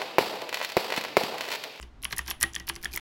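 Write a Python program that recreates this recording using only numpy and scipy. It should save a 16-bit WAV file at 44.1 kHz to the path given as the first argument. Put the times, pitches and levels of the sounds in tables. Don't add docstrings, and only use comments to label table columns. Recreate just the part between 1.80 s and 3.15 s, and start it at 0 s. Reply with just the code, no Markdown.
import sys
import numpy as np
from scipy import signal
from scipy.fft import rfft, irfft
from scipy.io import wavfile
from scipy.ndimage import uniform_filter1d

SR = 44100
rng = np.random.default_rng(int(sys.argv[2]) if len(sys.argv) > 2 else 0)


def unload_audio(sound):
    columns = np.transpose(np.atleast_2d(sound))
    steps = np.round(np.clip(columns, -1, 1) * 32767)
    wavfile.write(sys.argv[1], SR, steps.astype(np.int16))


N = 59535

# frequency [Hz], relative density [dB per Hz].
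ROOM_TONE_SPECTRUM = [(25, -4.5), (50, -2.5), (70, -17), (100, -12.5), (125, -11), (170, -20), (250, -15),
                      (500, -28), (800, -25), (2000, -34.5), (4000, -40), (8000, -54), (16000, -70)]
# time [s], rms level [dB], frequency [Hz].
DESK_BOOM = [(0.0, -44.5, 63.6), (0.032, -47, 60.4), (0.174, -63.5, 65.9), (0.278, -48.5, 64.3),
             (0.37, -60, 65.7), (0.4, -43.5, 64.7), (0.56, -52.5, 66.35), (0.586, -71, 65),
             (0.626, -45, 65.7), (0.692, -48, 64.65), (0.724, -57, 67.4), (0.824, -48.5, 64.4),
             (0.878, -56.5, 63), (0.934, -46.5, 64.5), (1.01, -70, 63.1), (1.06, -54.5, 60.8),
             (1.112, -46, 62.7), (1.19, -55.5, 65.5)]
# start [s], peak of a sine with the energy of the high ring [dB],
# high ring [Hz], low ring level re high [dB], low ring [Hz], t60 [s].
SWITCH_CLICKS = [(0.014, -54.5, 8100, 10.5, 7700, 0.035), (0.0265, -54, 9700, 13, 4760, 0.038),
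                 (0.237, -33.5, 12300, 2, 3980, 0.011), (0.2446, -19.5, 10670, -10.5, 5800, 0.015),
                 (0.319, -32.5, 11300, -4, 6460, 0.012), (0.325, -39, 12200, 11.5, 4070, 0.034),
                 (0.38, -26, 13000, -16, 6640, 0.035), (0.3815, -20.5, 10270, -7, 5132, 0.024),
                 (0.3912, -51, 10320, 12, 6680, 0.028), (0.412, -62, 12970, 15, 5300, 0.023),
                 (0.4717, -44, 9700, 3, 3900, 0.047), (0.4792, -32, 11870, 9.5, 5360, 0.0074),
                 (0.499, -31, 11400, -3, 5240, 0.024), (0.501, -23.5, 12130, -20, 6390, 0.012),
                 (0.5052, -16, 11650, -3.5, 5230, 0.0062), (0.5085, -35, 11230, 1, 7390, 0.024),
                 (0.515, -34, 10480, -2, 4077, 0.033), (0.6193, -24.5, 12530, -26, 5590, 0.03),
                 (0.622, -33, 12200, 4.5, 5800, 0.025), (0.6285, -7, 10090, -3, 5440, 0.012),
                 (0.6292, -27, 12340, -7.5, 7810, 0.017), (0.7475, -47, 9400, 11, 5500, 0.012),
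                 (0.752, -25.5, 10400, 8.5, 5860, 0.0074), (0.7545, -48.5, 10300, 8, 3900, 0.0089),
                 (0.799, -44.5, 12940, 20.5, 5770, 0.0053), (0.802, -60.5, 12000, 4, 5390, 0.0092),
                 (0.8868, -24.5, 11820, -4.5, 5376, 0.018), (0.8908, -23.5, 10360, -0.5, 3945, 0.029),
                 (0.9543, -35.5, 10010, 6.5, 5940, 0.0075), (0.961, -38.5, 11160, 8.5, 5225, 0.015),
                 (1.0318, -36.5, 13870, -3, 4640, 0.019), (1.039, -40, 11000, 1.5, 5040, 0.0091),
                 (1.0454, -24, 10850, 3, 5410, 0.01), (1.13, -34, 11630, 5, 5730, 0.0073),
                 (1.135, -32, 11620, 0.5, 4650, 0.03), (1.145, -41.5, 13960, 3, 5900, 0.014),
                 (1.1516, -33.5, 9820, 5, 5110, 0.014), (1.161, -17.5, 14070, -7.5, 6950, 0.012),
                 (1.178, -34, 9930, 6.5, 5590, 0.0074)]
# start [s], nominal cap peak [dB], cap [Hz], cap t60 [s], second ring [Hz],
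# second ring re cap [dB], case re cap [dB], chatter share of blow energy [0-1], desk thud [dB], tray [dB].
KEYCAP_LANDINGS = [(0.0282, -44.5, 1937, 0.048, 2920, 14.5, 2, 0.9, -44, -46),
                   (0.2525, -20, 2020, 0.012, 3000, 7.5, -7.5, 0.13, -45, -48),
                   (0.327, -26, 2120, 0.016, 2940, -27, 4, 0.6, -36, -41),
                   (0.334, -36, 2070, 0.016, 2870, -7, 1.5, 0.6, -48, -46),
                   (0.391, -19, 1890, 0.019, 3056, 4.5, -4, 0.3, -42.5, -47.5),
                   (0.481, -36, 2290, 0.0064, 3460, -3, -2, 0.2, -55, -40),
                   (0.483, -33, 2030, 0.0053, 3000, 6, 4, 0.4, -41.5, -75),
                   (0.495, -34, 1904, 0.016, 2660, -17, -3, 0.9, -51, -40.5),
                   (0.511, -22, 2540, 0.0079, 2763, -8, -1, 0.6, -44, -43.5),
                   (0.6279, -24, 1899, 0.054, 3720, -15, 2, 1, -39.5, -41.5),
                   (0.6367, -12, 1887, 0.035, 2612, -12, -13, 0.63, -33, -32.5),
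                   (0.7624, -19, 1880, 0.016, 3326, 4, -13.5, 0, -40, -43),
                   (0.802, -38, 1970, 0.039, 3330, -6, -1, 0.4, -42.5, -47),
                   (0.897, -19, 2030, 0.0083, 2546, 4.5, -0.5, 0.37, -38, -36),
                   (0.962, -33, 2200, 0.011, 2620, 5.5, -1, 0.64, -42.5, -42.5),
                   (1.033, -40.5, 2050, 0.015, 2720, 11, -1.5, 0.8, -45.5, -51.5),
                   (1.056, -18.5, 1775, 0.017, 3300, 0, -15, 0.45, -44, -45.5),
                   (1.138, -34.5, 2424, 0.031, 3100, -5, -4.5, 0.9, -42, -36.5),
                   (1.1746, -14, 2040, 0.01, 3402, -15.5, -18, 0.29, -47, -57.5)]
# nominal frequency [Hz], nominal relative level [dB], t60 [s].
CASE_MODES = [(999, -5, 0.017), (1157, -8, 0.032), (1306, -5, 0.01), (1616, -2.5, 0.014),
              (2484, -1.5, 0.0061), (2750, -12, 0.0083), (3010, 5.5, 0.005), (4460, -8, 0.015),
              (5500, -10, 0.013)]
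DESK_MODES = [(116.7, -5, 0.13), (177, 2, 0.071), (239.8, -10.5, .12)]
TRAY_MODES = [(339.2, -2.5, 0.18), (406, -1, 0.071), (577, -12.5, 0.061), (782, -9.5, 0.18)]
# frequency [Hz], relative density [dB per Hz].
RUSTLE_SPECTRUM = [(500, -9), (900, -2.5), (1600, -2.5), (2300, -2), (3200, 0.5), (4200, -11.5),
                   (6500, -15.5), (10000, -26.5), (16000, -26.5)]
# start [s], level before its onset and decay [dB].
WIDE_KEY_RINGS = [(0.611, -44), (.639, -30.5), (.765, -46), (.803, -42.5)]

ROOM_TONE_DB = -52
HISS_DB, HIGH_WIDTH_HZ, LOW_WIDTH_HZ, CLICK_RISE_S = -11.5, 300, 1500, 0.00016
SPRING_HZ, SPRING_T60_S, SPRING_REACH_HZ = 10310, 0.23, 1500
SPRING_DB, SPRING_DB_PER_CLICK_DB = -37, 0.65
SECOND_T60_S, CHATTER_T60_S, THUD_RISE_S = 0.0078, 0.014, 0.011
KNOCK_DB, KNOCK_T60_S, CLACK_HIGHPASS_HZ = -10.5, 0.0066, 787
ROOM_DB, ROOM_T60_S, ROOM_RISE_S, ROOM_LOW_HZ, ROOM_TOP_HZ = -28, 0.3, 0.0071, 500, 4000
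RUSTLE_DB, RUSTLE_GROWTH, RUSTLE_T60_S = -25.5, 0.6, 0.22
RING_HZ, RING_T60_S, RING_RISE_S = 1910, 0.13, 0.002
TWIN_DB, TWIN_LEAD_S, END_S, TOP_HZ = -12.5, 768 / 44100, 1.1982, 15800


def undb(db):
    return 10 ** (np.asarray(db) / 20)


def seconds(duration_s):
    return np.arange(int(duration_s * SR)) / SR


def fall(t, t60_s):
    return np.exp(-np.log(1000) * t / t60_s)


def rise(t, rise_s):
    return 1 - np.exp(-t / rise_s)


def add(out, start_s, x):
    k = int(start_s * SR)
    x = x[:N - k]
    out[k:k + len(x)] += x


def resonant_noise(n, hz, width_hz):
    b, a = signal.iirpeak(hz, hz / width_hz, fs=SR)
    y = signal.lfilter(b, a, rng.standard_normal(n))
    return y / np.std(y)


def burst(noise, envelope):
    shaped = noise * envelope
    return shaped * np.sqrt(np.sum(envelope ** 2) / np.sum(shaped ** 2) / 2)


def coloured_noise(spectrum):
    hz = np.arange(N // 2 + 1) * SR / N
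    point_hz, point_db = np.array(spectrum).T
    gain = undb(np.interp(np.log(hz + 1), np.log(point_hz), point_db))
    x = irfft(rfft(rng.standard_normal(N)) * gain, N)
    return x / np.std(x)


def modes(table, t):
    out = np.zeros(len(t))
    for k, (hz, db, t60_s) in enumerate(table):
        level_luck, pitch_luck = rng.standard_normal(2)
        level = undb(db + 1.5 * level_luck)
        sine = np.sin(2 * np.pi * hz * (1 + 0.014 * pitch_luck) * t)
        out += (-1) ** k * level * fall(t, t60_s) * sine
    return out


def struck(blow, table, t):
    out = np.zeros(len(t))
    for k, row in enumerate(table):
        clean = modes([row], t)
        rung = signal.fftconvolve(blow, clean)[:len(t)]
        out += (-1) ** k * rung * np.sqrt(np.sum(clean ** 2) / np.sum(rung ** 2))
    return out


def room_tone():
    return undb(ROOM_TONE_DB) * coloured_noise(ROOM_TONE_SPECTRUM)


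def desk_boom():
    at_s, db, hz = np.array(DESK_BOOM).T
    t = np.arange(N) / SR
    phase = 2 * np.pi * np.cumsum(np.interp(t, at_s, hz)) / SR
    level = np.sqrt(2) * undb(np.interp(t, at_s, db))
    return level * np.sin(phase + 2 * np.pi * rng.random())


def spring(click_db, click_hz):
    t = seconds(0.2)
    level = undb(SPRING_DB_PER_CLICK_DB * click_db + SPRING_DB)
    coupling = 1 / (1 + ((click_hz - SPRING_HZ) / SPRING_REACH_HZ) ** 2)
    return level * coupling * fall(t, SPRING_T60_S) * resonant_noise(len(t), SPRING_HZ, 250)


def clicks():
    out, t = np.zeros(N), seconds(0.05)
    for start_s, db, high_hz, low_db, low_hz, t60_s in SWITCH_CLICKS:
        envelope = rise(t, CLICK_RISE_S) * fall(t, t60_s)
        high = burst(resonant_noise(len(t), high_hz, HIGH_WIDTH_HZ), envelope)
        low = undb(low_db) * burst(resonant_noise(len(t), low_hz, LOW_WIDTH_HZ), envelope)
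        hiss = undb(HISS_DB) * burst(resonant_noise(len(t), 11000, 11000), envelope)
        add(out, start_s, undb(db) * (high + low + hiss))
        add(out, start_s, spring(db, high_hz))
    return out


def ragged_blow(t, chatter):
    blow = rng.standard_normal(len(t)) ** 3 * fall(t, CHATTER_T60_S)
    blow *= np.sqrt(chatter / np.sum(blow ** 2))
    blow[0] += np.sqrt(1 - chatter)
    return blow


def clacks():
    out, t = np.zeros(N), seconds(0.1)
    for start_s, db, hz, t60_s, second_hz, second_db, case_db, chatter, _, _ in KEYCAP_LANDINGS:
        blow = ragged_blow(t, chatter)
        cap = struck(blow, [(hz, 0, t60_s), (second_hz, second_db, SECOND_T60_S)], t)
        case = undb(case_db) * struck(blow, CASE_MODES, t)
        knock = undb(KNOCK_DB) * burst(resonant_noise(len(t), 6000, 9000), fall(t, KNOCK_T60_S))
        add(out, start_s, -undb(db) * (cap + case + knock))
    highpass = signal.butter(3, CLACK_HIGHPASS_HZ, "highpass", fs=SR, output="sos")
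    return signal.sosfilt(highpass, out)


def thuds():
    out, t = np.zeros(N), seconds(0.5)
    for row in KEYCAP_LANDINGS:
        start_s, desk_db, tray_db = row[0], row[-2], row[-1]
        low = undb(desk_db) * modes(DESK_MODES, t) + undb(tray_db) * modes(TRAY_MODES, t)
        add(out, start_s, low * rise(t, THUD_RISE_S))
    return out


def room_tail(keys):
    t = seconds(0.5)
    b, a = signal.butter(1, [ROOM_LOW_HZ, ROOM_TOP_HZ], "bandpass", fs=SR)
    tail = signal.lfilter(b, a, rng.standard_normal(len(t))) * fall(t, ROOM_T60_S)
    tail *= np.clip(t / ROOM_RISE_S, 0, 1)
    tail /= np.sqrt(np.sum(tail ** 2))
    return undb(ROOM_DB) * signal.fftconvolve(keys, tail)[:N]


def rustle(keys):
    smooth_power = np.maximum(uniform_filter1d(keys ** 2, size=128), 0)
    tail = fall(seconds(0.5), RUSTLE_T60_S) ** 2
    power = signal.fftconvolve(smooth_power ** RUSTLE_GROWTH, tail / np.sum(tail))[:N]
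    return undb(RUSTLE_DB) * np.sqrt(np.abs(power)) * coloured_noise(RUSTLE_SPECTRUM)


def rings():
    out, t = np.zeros(N), seconds(0.25)
    tone = rise(t, RING_RISE_S) * fall(t, RING_T60_S) * np.sin(2 * np.pi * RING_HZ * t)
    for start_s, db in WIDE_KEY_RINGS:
        add(out, start_s, undb(db) * tone)
    return out


def scene():
    keys = clicks() + clacks()
    desk = thuds() + desk_boom()
    return (room_tone() + desk + keys + room_tail(keys) + rustle(keys) + rings())[None]


def record(dry):
    lead = round(TWIN_LEAD_S * SR)
    twin = undb(TWIN_DB) * np.pad(dry[:, lead:], ((0, 0), (0, lead)))
    stopped = (dry + twin) * (np.arange(N) < END_S * SR)
    lowpass = signal.ellip(8, 0.2, 80, TOP_HZ, fs=SR, output="sos")
    return signal.sosfilt(lowpass, stopped)


dry = scene()
out = record(dry)
unload_audio(out)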